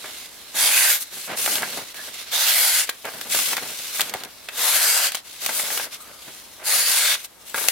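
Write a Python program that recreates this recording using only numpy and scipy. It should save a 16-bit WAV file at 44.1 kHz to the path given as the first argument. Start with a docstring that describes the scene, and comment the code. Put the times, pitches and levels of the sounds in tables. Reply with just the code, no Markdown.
"""A hand-held sheet of paper slides, flexes and buckles with small pops; a knife slices four strips off it.
Cuts start near 0.5, 2.3, 4.5 and 6.6 s: dense random grains (snapping fibres) through moving sheet resonances.
Around them: friction hiss, sparser low crinkles, pops with flutter and crackle, and two faint, breathy,
narrow tones near 1.7 and 1.3 kHz (grains through one resonance). The blade pings just before the third cut.
Small-room reflections, faint air noise and mains hum lie beneath."""
import sys
import numpy as np
from scipy import signal
from scipy.fft import rfft, irfft, next_fast_len
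from scipy.io import wavfile
from scipy.ndimage import uniform_filter1d, map_coordinates

SR = 44100
rng = np.random.default_rng(int(sys.argv[2]) if len(sys.argv) > 2 else 0)


def inscribe(sig):
    """Save sig as 16-bit PCM at rate SR to the path in sys.argv[1].

    A 1-D sig is mono; a 2-D sig holds one channel per row.
    Samples are clipped to [-1, 1] before scaling.
    """
    pcm = np.round(np.clip(np.atleast_2d(sig).T, -1, 1) * 32767)
    wavfile.write(sys.argv[1], SR, pcm.astype(np.int16))


N = 340011

# spectrum of the flexing sheet, also under the breathy tones: f/Hz, relative gain/dB
FLEX_SPECTRUM = [(40, -24), (90, -10), (170, 0), (280, 1.5), (340, -1.5), (410, 3.5), (470, 4), (620, 4.5),
                 (1000, 1), (1600, 3), (3000, 2)]
# left-right correlation of the handled sheet: f/Hz, correlation
HANDLING_CORRELATION = [(100, 0.83), (600, 0.98), (1400, 0.73), (3100, 0.5), (7000, 0.0099), (15000, 0.018)]
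# left-right correlation of the room: f/Hz, correlation
ROOM_CORRELATION = [(60, 0.12), (300, 0.15), (700, 0.41), (1500, 0.64), (3000, 0.0046), (8000, 0)]
# rise and fall of the slides and the breathy tones
SOFT_ATTACK_S, SOFT_RELEASE_S = 0.049, 0.055


def slicing():
    """Fibres snap by the thousand on the edge, in uneven clumps, and the sheet radiates them."""
    # knife strokes: start/s, length/s, attack/s, release/s, rasp/dB, fizz re rasp/dB, body re rasp/dB,
    # bite/Hz, zing/Hz, zing at/share of stroke, strip/Hz, strip lift/dB, fizz fall over stroke/dB,
    # strip at/share of stroke, shimmer/Hz, shimmer lift/dB, shimmer at/share of stroke
    strokes = [(0.518, 0.5, 0.09, 0.11, -24, 2, -14, 3700, 10400, .38, 2430, 7, 0, 0.48, 12600, 8, 0.96),
               (2.305, 0.57, 0.044, 0.079, -24, 0.5, -15, 3500, 10550, 0.69, 2950, 2, 1.5, 0.97, 13400, 6, 0.49),
               (4.496, 0.627, 0.18, 0.073, -25.5, 0.6, -11.5, 3700, 11250, 0.44, 4950, 6.5, 2, 0.71, 8400, 5.5, 0.68),
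               (6.621, 0.55, 0.091, 0.034, -24.5, 0.1, -14, 4500, 10400, .27, 3660, 7.5, 5, 0.98, 9300, 5.5, 0.64)]
    # spectrum of the cut: f/Hz, relative gain/dB
    cut_spectrum = [(88, -59), (150, -31.5), (249, -19), (361, -26.5), (483, -8.5), (673, -5.5), (1030, -5),
                    (1590, -1.5), (2340, -1.5), (2790, -2), (4820, 0), (5420, -3.5), (10700, -8.5),
                    (14400, -5.5), (15800, -4)]
    # left-right correlation of the cut: f/Hz, correlation
    cut_correlation = [(130, 0.98), (640, 0.99), (1400, 0.91), (3100, 0.56), (7000, .14), (15000, .1)]
    # change over one stroke, as the blade leaves the holding fingers
    body_fall_db, rasp_rise_db = 6, 2.4
    # passing resonances: sheet as the blade bites, zing of the edge, strip coming free, second treble
    bite_at, bite_sigma_s, bite_width_hz, bite_lift_db = 0.035, 0.21, 420, 6.5
    zing_sigma_s, zing_width_hz, zing_lift_db = 0.13, 1300, 8
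    strip_sigma_s, strip_width_hz = 0.091, 520
    shimmer_sigma_s, shimmer_width_hz = 0.086, 1900

    body, rasp, fizz, rings = 0, 0, 0, []
    for (start, length, attack, release, rasp_db, fizz_db, body_db, bite_hz, zing_hz, zing_at,
         strip_hz, strip_db, fizz_fall_db, strip_at, shimmer_hz, shimmer_db, shimmer_at) in strokes:
        travel = np.clip((np.arange(N) / SR - start) / length, 0, 1) - .5
        stroke = swell(start, length, attack, release) * amp(rasp_db + rasp_rise_db * travel)
        rasp = rasp + stroke
        body = body + stroke * amp(body_db - body_fall_db * travel)
        fizz = fizz + stroke * amp(fizz_db - fizz_fall_db * travel)
        rings += [
            (start + bite_at * length, bite_sigma_s, bite_hz, bite_width_hz, bite_lift_db),
            (start + zing_at * length, zing_sigma_s, zing_hz, zing_width_hz, zing_lift_db),
            (start + shimmer_at * length, shimmer_sigma_s, shimmer_hz, shimmer_width_hz, shimmer_db),
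            (start + strip_at * length, strip_sigma_s, strip_hz, strip_width_hz, strip_db)]
    clumps = amp(0.3 * wobble(300) + 1.0 * wobble(45))
    fibres = grains(rate=12000, scatter_db=4.5) * clumps
    radiated = sheet_modes(radiate(fibres, cut_spectrum, cut_correlation))
    sheet = bending(radiated, patchy_db=2.0, rings=rings)
    low = body * band(sheet, 110, 1180)
    middle = rasp * band(sheet, 1267, 6400)
    high = fizz * band(sheet, 6370, 14600)
    return low + middle + high


def buckling():
    """A dent snaps through: a short push of air, a flutter of the sheet, and a spray of crackles."""
    # buckles, or flicks off the blade: t/s, pop gain/dB, crackle gain/dB, cycle rate/Hz
    buckles = [(0.0428, -23, -49, 1450), (1.374, -24, -36, 1580), (1.4617, -9, -19, 1910),
               (1.477, -12, -34, 1190), (1.5558, -21, -18, 1530), (1.5814, -14, -34, 2060),
               (1.6222, -17.5, -24, 1200), (1.631, -9.5, -44, 1440), (1.774, -21.5, -31, 690),
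               (1.9442, -28, -37, 1700), (2.318, -27, -30, 2420), (2.8924, -8, -24, 1980),
               (2.8963, -38, -21.5, 2010), (3.053, -20.5, -30.5, 1560), (3.138, -27, -37, 1260),
               (3.2125, -20, -26.5, 1660), (3.3477, -15, -19, 1180), (3.3895, -15, -21, 1670),
               (3.532, -10.5, -24, 1490), (3.5682, -13, -20.5, 1610), (3.58, -13, -36, 1560),
               (3.9961, -10, -22, 1400), (4.008, -33, -13, 1740), (4.0156, -20, -17, 1630),
               (4.1388, -14, -24, 1310), (4.149, -18.5, -40, 686), (4.096, -38, -28, 2400),
               (4.2363, -25, -29, 1060), (4.249, -34, -34.5, 1700), (4.4875, -15.5, -31.5, 2080),
               (5.12, -20.5, -26, 1900), (5.1472, -13, -21.5, 2100), (5.152, -17, -23, 2120),
               (5.1702, -21, -33, 2320), (5.4624, -16, -16, 2140), (5.4925, -13, -32, 1330),
               (5.597, -15.5, -26, 1640), (5.704, -16.5, -36, 1510), (5.7756, -14, -21, 1800),
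               (5.7982, -14, -77, 1520), (7.153, -18, -42, 1700), (7.247, -38, -31, 2090),
               (7.5445, -10.5, -29, 1200), (7.5581, -17, -37, 1900), (7.5792, -14, -35, 1580),
               (7.642, -21.5, -29, 1010), (7.6854, -14.5, -6.5, 1410)]
    # spectrum of the crackles: f/Hz, relative gain/dB
    crackle_spectrum = [(100, -40), (300, -16), (550, -4.5), (1500, -11), (3500, 4), (6000, -1),
                        (11000, -0.5), (16000, -4)]
    # the harder the snap, the sooner its crackle is over
    straggler_t60_s, straggler_ref_db, straggler_halving_db = 0.034, -29.5, 24
    # decay in cycles: a large, low dent flutters longer than a small one
    flutter_t60_cycles, flutter_db, push_db = 59, 1, -2

    out, t = np.zeros((2, N + SR)), np.arange(SR // 8) / SR
    noise = rng.standard_normal((2, N))
    spray = np.tile(radiate(noise, crackle_spectrum, HANDLING_CORRELATION), 2)
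    for s, pop_db, crackle_db, hz in buckles:
        first = round(s * SR) - 44
        span = slice(first, first + len(t))
        cycles = (t - 50 / SR) * hz
        # the dent flips fast, the wider sheet around it follows more slowly
        push = ripple(1.116 * cycles) + amp(-19.5) * ripple(0.36 * cycles)
        # bending waves run back from the edges of the sheet
        decay = amp(-60 * t * hz / flutter_t60_cycles)
        returns = rng.standard_normal(len(t)) * decay * (1 - np.exp(-t / 0.00036))
        flutter = signal.fftconvolve(push, returns / np.linalg.norm(returns))[:len(t)]
        pop = amp(push_db) * push + amp(flutter_db) * flutter
        # the first fibres give way together, and stragglers follow
        t60 = straggler_t60_s * 2 ** ((straggler_ref_db - crackle_db) / straggler_halving_db)
        burst = amp(4.0 - 60 * t / 0.011) + amp(0.5 - 60 * t / t60)
        burst = burst * (1 - np.exp(-t / 0.0011))
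        out[:, span] += amp(pop_db) * pop + amp(crackle_db) * burst * spray[:, span]
    return out[:, :N]


def handling():
    """The paper's grain hisses against skin and wood; flexing adds sparser, lower crinkles."""
    # slides under fingers or blade: start/s, length/s, sliding/dB, hiss re sliding/dB
    slides = [(-0.03, 0.33, -42.5, -2.5), (0.225, 0.98, -47.5, -2.5), (0.985, 0.07, -33.5, 7),
              (1.09, 0.23, -41.5, 2), (1.258, 0.13, -41.5, -4), (1.345, 0.28, -31.5, 4),
              (1.567, 0.28, -37, -1.5), (1.781, 0.18, -43.5, -3), (1.922, 0.22, -40.5, -2),
              (2.094, 0.18, -40, -3), (2.234, 0.18, -40.5, -8), (2.848, 0.064, -32, -3),
              (2.885, 0.25, -51.5, 0), (3.02, 0.59, -44, 0.5), (3.278, 0.18, -29, 3),
              (3.394, 0.18, -30, 1.5), (3.535, 0.596, -38, 0), (3.914, 0.12, -35, 2.5),
              (4.097, 0.16, -42.5, -5), (4.244, 0.51, -50.5, -3), (5.078, 0.15, -40.5, -6),
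              (5.223, 0.28, -45.5, -2.5), (5.388, 0.501, -34.5, 1), (5.515, 0.14, -36, 8),
              (5.68, 0.14, -37.5, 7), (5.82, 1, -52, 0), (5.894, 0.093, -37, -4.5),
              (5.982, 0.075, -53.5, 11), (6.182, 0.27, -49, -1.5), (7.11, 0.15, -42.5, -1.5),
              (7.222, 0.054, -34.5, 6), (7.24, 0.075, -59, -4), (7.38, 0.088, -54, 1),
              (7.438, 0.12, -44.5, 1.5), (7.526, 0.22, -35, 4.5)]
    # bends to take a new grip: start/s, length/s, flexing/dB, bass lift/dB
    flexes = [(0.027, 0.092, -42, -10), (0.53, 0.246, -42, 1), (1.103, 0.12, -49, 6),
              (1.268, 0.11, -31, -0.5), (1.362, 0.49, -39, 4), (1.93, 0.26, -50.5, -4),
              (3.035, 0.086, -34, -3), (3.092, 0.64, -43.5, 4.5), (3.976, 0.34, -44.5, 4),
              (4.487, 0.2, -47, 1), (5.409, 0.498, -39.5, -9), (6.055, 0.09, -45.5, 2),
              (6.259, 0.064, -42, 4), (6.576, 0.18, -45, -5), (7.018, 0.14, -45.5, -20),
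              (7.538, 0.16, -36.5, -13)]
    # spectrum of the friction: f/Hz, relative gain/dB
    slide_spectrum = [(590, -36), (1000, 12), (1230, 4), (1870, -3), (2050, 1.5), (2520, 0.5), (3950, 3.5),
                      (7130, -2.5), (11400, 0.5), (15100, -4), (15800, -8)]
    slide_arch_db = 2  # louder by this at the middle of a slide
    flex_attack_s, flex_release_s, flex_bass_hz = 0.027, 0.044, 332
    # stir of the sheet held still; flexing that comes with any sliding
    grip_db, flex_per_slide_db = -58, -12

    moves = [(amp(db) * swell(s, length, SOFT_ATTACK_S, SOFT_RELEASE_S, slide_arch_db), hiss_db)
             for s, length, db, hiss_db in slides]
    bends = [(amp(db) * swell(s, length, flex_attack_s, flex_release_s), bass_db)
             for s, length, db, bass_db in flexes]
    sliding, hissing = together(moves, amp(grip_db))
    flexing, booming = together(bends, amp(flex_per_slide_db) * sliding)

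    roughness = amp(1.03 * wobble(200) + 0.49 * wobble(55))
    friction = grains(rate=12000, scatter_db=3.0) * roughness
    rub = bending(radiate(friction, slide_spectrum, HANDLING_CORRELATION), patchy_db=1.5)
    slide = sliding * band(rub, 1440, 6730, order=6) + hissing * band(rub, 5930, 23000)

    crinkles = grains(rate=1800, scatter_db=-1.5) * amp(3.1 * wobble(70))
    radiated = sheet_modes(radiate(crinkles, FLEX_SPECTRUM, HANDLING_CORRELATION))
    flex = band(bending(radiated, patchy_db=0.5), 50, 2940, order=5)
    bass = filtered(flex, lambda f: 1 / (1 + (f / flex_bass_hz) ** 4))
    return slide + flexing * (flex - bass) + booming * bass


def breathy_tones():
    """Dense random grains through one narrow resonance give a faint, breathy tone."""
    # faint tones: start/s, length/s, f/Hz, level/dB
    tones = [(1.927, 0.12, 1740, -41.5), (5.936, 0.29, 1270, -53)]
    width_hz = 230
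    source = radiate(grains(rate=3400, scatter_db=6.5), FLEX_SPECTRUM, HANDLING_CORRELATION)
    out = 0
    for s, length, hz, db in tones:
        tone = unit(filtered(source, lambda f: 1 / (1 + (2 * (f - hz) / width_hz) ** 2)))
        out = out + amp(db) * swell(s, length, SOFT_ATTACK_S, SOFT_RELEASE_S) * tone
    return out


def blade_ping(at_s=4.4861, hz=2620, t60_s=0.092, db=-31):
    """The steel rings briefly as it is set down on the paper's edge."""
    t = np.arange(N) / SR - at_s
    decay = (t > 0) * amp(db - 60 * np.abs(t) / t60_s)
    return decay * np.sin(2 * np.pi * hz * t + .5 * wobble(300))


def sheet_modes(x):
    """The resonances that the held sheet keeps however it bends."""
    # fixed resonances: f/Hz, width/Hz, lift/dB
    modes = [(616, 290, 1.5), (1640, 220, 1), (2470, 180, 0), (6700, 500, 1.5), (8700, 780, -0.5),
             (12200, 2700, 1)]
    lift_db = lambda f: sum(db / (1 + (2 * (f - hz) / width) ** 2) for hz, width, db in modes)
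    return filtered(x, lambda f: amp(lift_db(f)))


def bending(x, patchy_db, rings=()):
    """The sheet changes shape, so its many resonances come and go; a few stand out."""
    hz, t, z = signal.stft(x, SR, nperseg=512)
    field = uniform_filter1d(rng.standard_normal(z.shape), size=4, axis=1)
    field = uniform_filter1d(field, size=18, axis=2)
    field = field + field.mean(0)  # partly shared by both sides
    lift_db = patchy_db * field / field.std()
    for s, sigma_s, centre_hz, width_hz, db in rings:
        peak = 1 / (1 + (2 * (hz - centre_hz) / width_hz) ** 2)
        passing = np.exp(-.5 * ((t - s) / sigma_s) ** 2)
        lift_db = lift_db + db * np.outer(peak, passing)
    return signal.istft(z * amp(lift_db), nperseg=512)[1][:, :N]


def radiate(pair, spectrum, correlation):
    """Colour two unrelated signals and blend them into left and right, at rms 1."""
    turn = lambda hz: np.arccos(np.clip(along(correlation, hz), -1, 1)) / 2
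    blend = lambda hz: np.array([np.cos(turn(hz)), np.sin(turn(hz))])
    mid, side = filtered(pair, lambda hz: amp(along(spectrum, hz)) * blend(hz))
    return unit(np.array([mid + side, mid - side]))


def grains(rate, scatter_db):
    """Two trains of one-sample impulses at random moments, rate per second, with scattered sizes."""
    happens = rng.random((2, N)) < rate / SR
    sign = rng.choice([-1, 1], (2, N))
    return happens * sign * amp(scatter_db * np.clip(rng.standard_normal((2, N)), -2, 2))


def ripple(cycles):
    """One dip, crest and dip of air pressure; it carries little bass."""
    return (1 - 2 * (np.pi * cycles) ** 2) * np.exp(-(np.pi * cycles) ** 2)


def swell(start, length, attack, release, arch_db=0):
    """Level of one event: smooth rise and fall, arch_db louder midway."""
    t = np.arange(N) / SR - start
    ease = lambda u: np.sin(np.pi / 2 * np.clip(u, 0, 1)) ** 2
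    moving = (t > 0) & (t < length)
    t, out = t[moving], np.zeros(N)
    arch = amp(arch_db * (np.sin(np.pi * t / length) - 2 / np.pi))
    out[moving] = ease(t / attack) * ease((length - t) / release) * arch
    return out


def together(moves, rest):
    """Power sum of overlapping movements: plain, and with the lift that each gives to one band."""
    plain = np.sqrt(rest ** 2 + sum(move ** 2 for move, _ in moves))
    lifted = np.sqrt(rest ** 2 + sum((move * amp(lift_db)) ** 2 for move, lift_db in moves))
    return plain, lifted


def amp(db):
    """Amplitude factor of a level in dB."""
    return 10 ** (np.asarray(db) / 20)


def unit(x):
    """Scale a stereo pair so that its middle has rms 1."""
    return x / np.sqrt(np.mean(x.mean(0) ** 2) + 1e-20)


def along(points, hz):
    """Interpolate (f/Hz, value) points on a log axis."""
    f, v = np.transpose(points)
    return np.interp(np.log(hz + 1), np.log(f + 1), v)


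def curves(rows):
    """One value per sample for each column after the time."""
    s, *cols = np.transpose(rows)
    return [np.interp(np.arange(N) / SR, s, c) for c in cols]


def wobble(rate):
    """A smooth random curve, rate knots a second."""
    knots = rng.standard_normal(int(N * rate / SR) + 4)
    return map_coordinates(knots, [np.arange(N) * rate / SR])


def filtered(x, response):
    """x times a response of frequency."""
    m = next_fast_len(N + SR // 2)
    return irfft(rfft(x, m) * response(np.fft.rfftfreq(m, 1 / SR)), m)[..., :N]


def band(x, lo, hi, order=12):
    """The part of x between two frequencies, at rms 1."""
    return unit(filtered(x, lambda f: 1 / (1 + (f / hi) ** order) - 1 / (1 + (f / lo) ** order)))


def room(x):
    """Diffuse reflections at each side; each frequency dies at its own speed."""
    # reverberation: f/Hz, t60/s
    decay = [(200, 0.46), (2000, 0.17), (6000, 0.14), (14000, 0.11)]
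    spectrum = [(100, -14.5), (2000, -2.5), (12000, -8)]  # f/Hz, relative gain/dB
    diffuse = radiate(rng.standard_normal((2, N)), spectrum, ROOM_CORRELATION)[:, :SR // 3]
    hz, t, z = signal.stft(diffuse, SR, nperseg=128)
    tail = signal.istft(z * amp(-60 * t / along(decay, hz)[:, None]), SR, nperseg=128)[1]
    delayed = np.pad(tail, ((0, 0), (60, 0)))  # 60 samples before the first reflection
    return signal.fftconvolve(x, delayed / np.linalg.norm(tail[0]), axes=1)[:, :N]


def room_tone(paper):
    """Faint air noise and mains hum; both sink while the paper is loud and swell back afterwards."""
    # spectrum of the air noise: f/Hz, relative gain/dB
    air_spectrum = [(25, -12), (48, -9), (70, -8.5), (100, -4.5), (150, -6), (300, -2), (480, -3.5),
                    (700, -3.5), (1200, -5.5), (3000, -15.5), (15800, -22.5)]
    air = radiate(rng.standard_normal((2, N)), air_spectrum, ROOM_CORRELATION)
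    hum = np.sin(2 * np.pi * 59.4 * np.arange(N) / SR) * amp(.6 * wobble(4.8))
    keep = np.exp(-1 / (.15 * SR))  # 0.15 s averaging
    recent_power = signal.lfilter([1 - keep], [1, -keep], np.mean(paper ** 2, axis=0))
    duck = 1 / np.sqrt(1 + recent_power / amp(-23.0) ** 2)
    return duck * (amp(-52.5) * air + amp(-67.0) * hum)


def scene():
    """Cuts and handling alternate; bench and walls answer them."""
    # side to which the sheet throws its treble: t/s, left minus right/dB
    facing = [(0, -0.5), (0.8, -0.3), (1.5, 1), (2.3, -0.5), (2.8, 1), (3.4, 2.5), (4.1, 1.3), (4.8, 2.7),
              (5.7, 2.5), (6.9, 1.5), (7.7, 4.5)]
    # steady stereo balance: f/Hz, left minus right/dB
    lean = [(300, 0), (1300, -1), (4400, -2.5), (9000, 0.2), (15000, 2)]
    pops = buckling() + blade_ping()
    soft = slicing() + handling() + breathy_tones()
    paper = soft + pops + amp(-11.5) * room(pops + amp(-2) * soft)
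    sides = np.array([[.5], [-.5]])
    # only the short waves are beamed by the tilt of the sheet
    treble = filtered(paper, lambda hz: 1 - 1 / (1 + (hz / 2000) ** 2))
    paper = paper + treble * (amp(sides * curves(facing)[0]) - 1)
    return filtered(paper, lambda hz: amp(sides * along(lean, hz))) + room_tone(paper)


def record(dry):
    """Clip at full scale, then remove everything from the band limit up."""
    top_hz = 15950
    return filtered(np.clip(dry, -1, 1), lambda hz: hz < top_hz)


dry = scene()
out = record(dry)
inscribe(out)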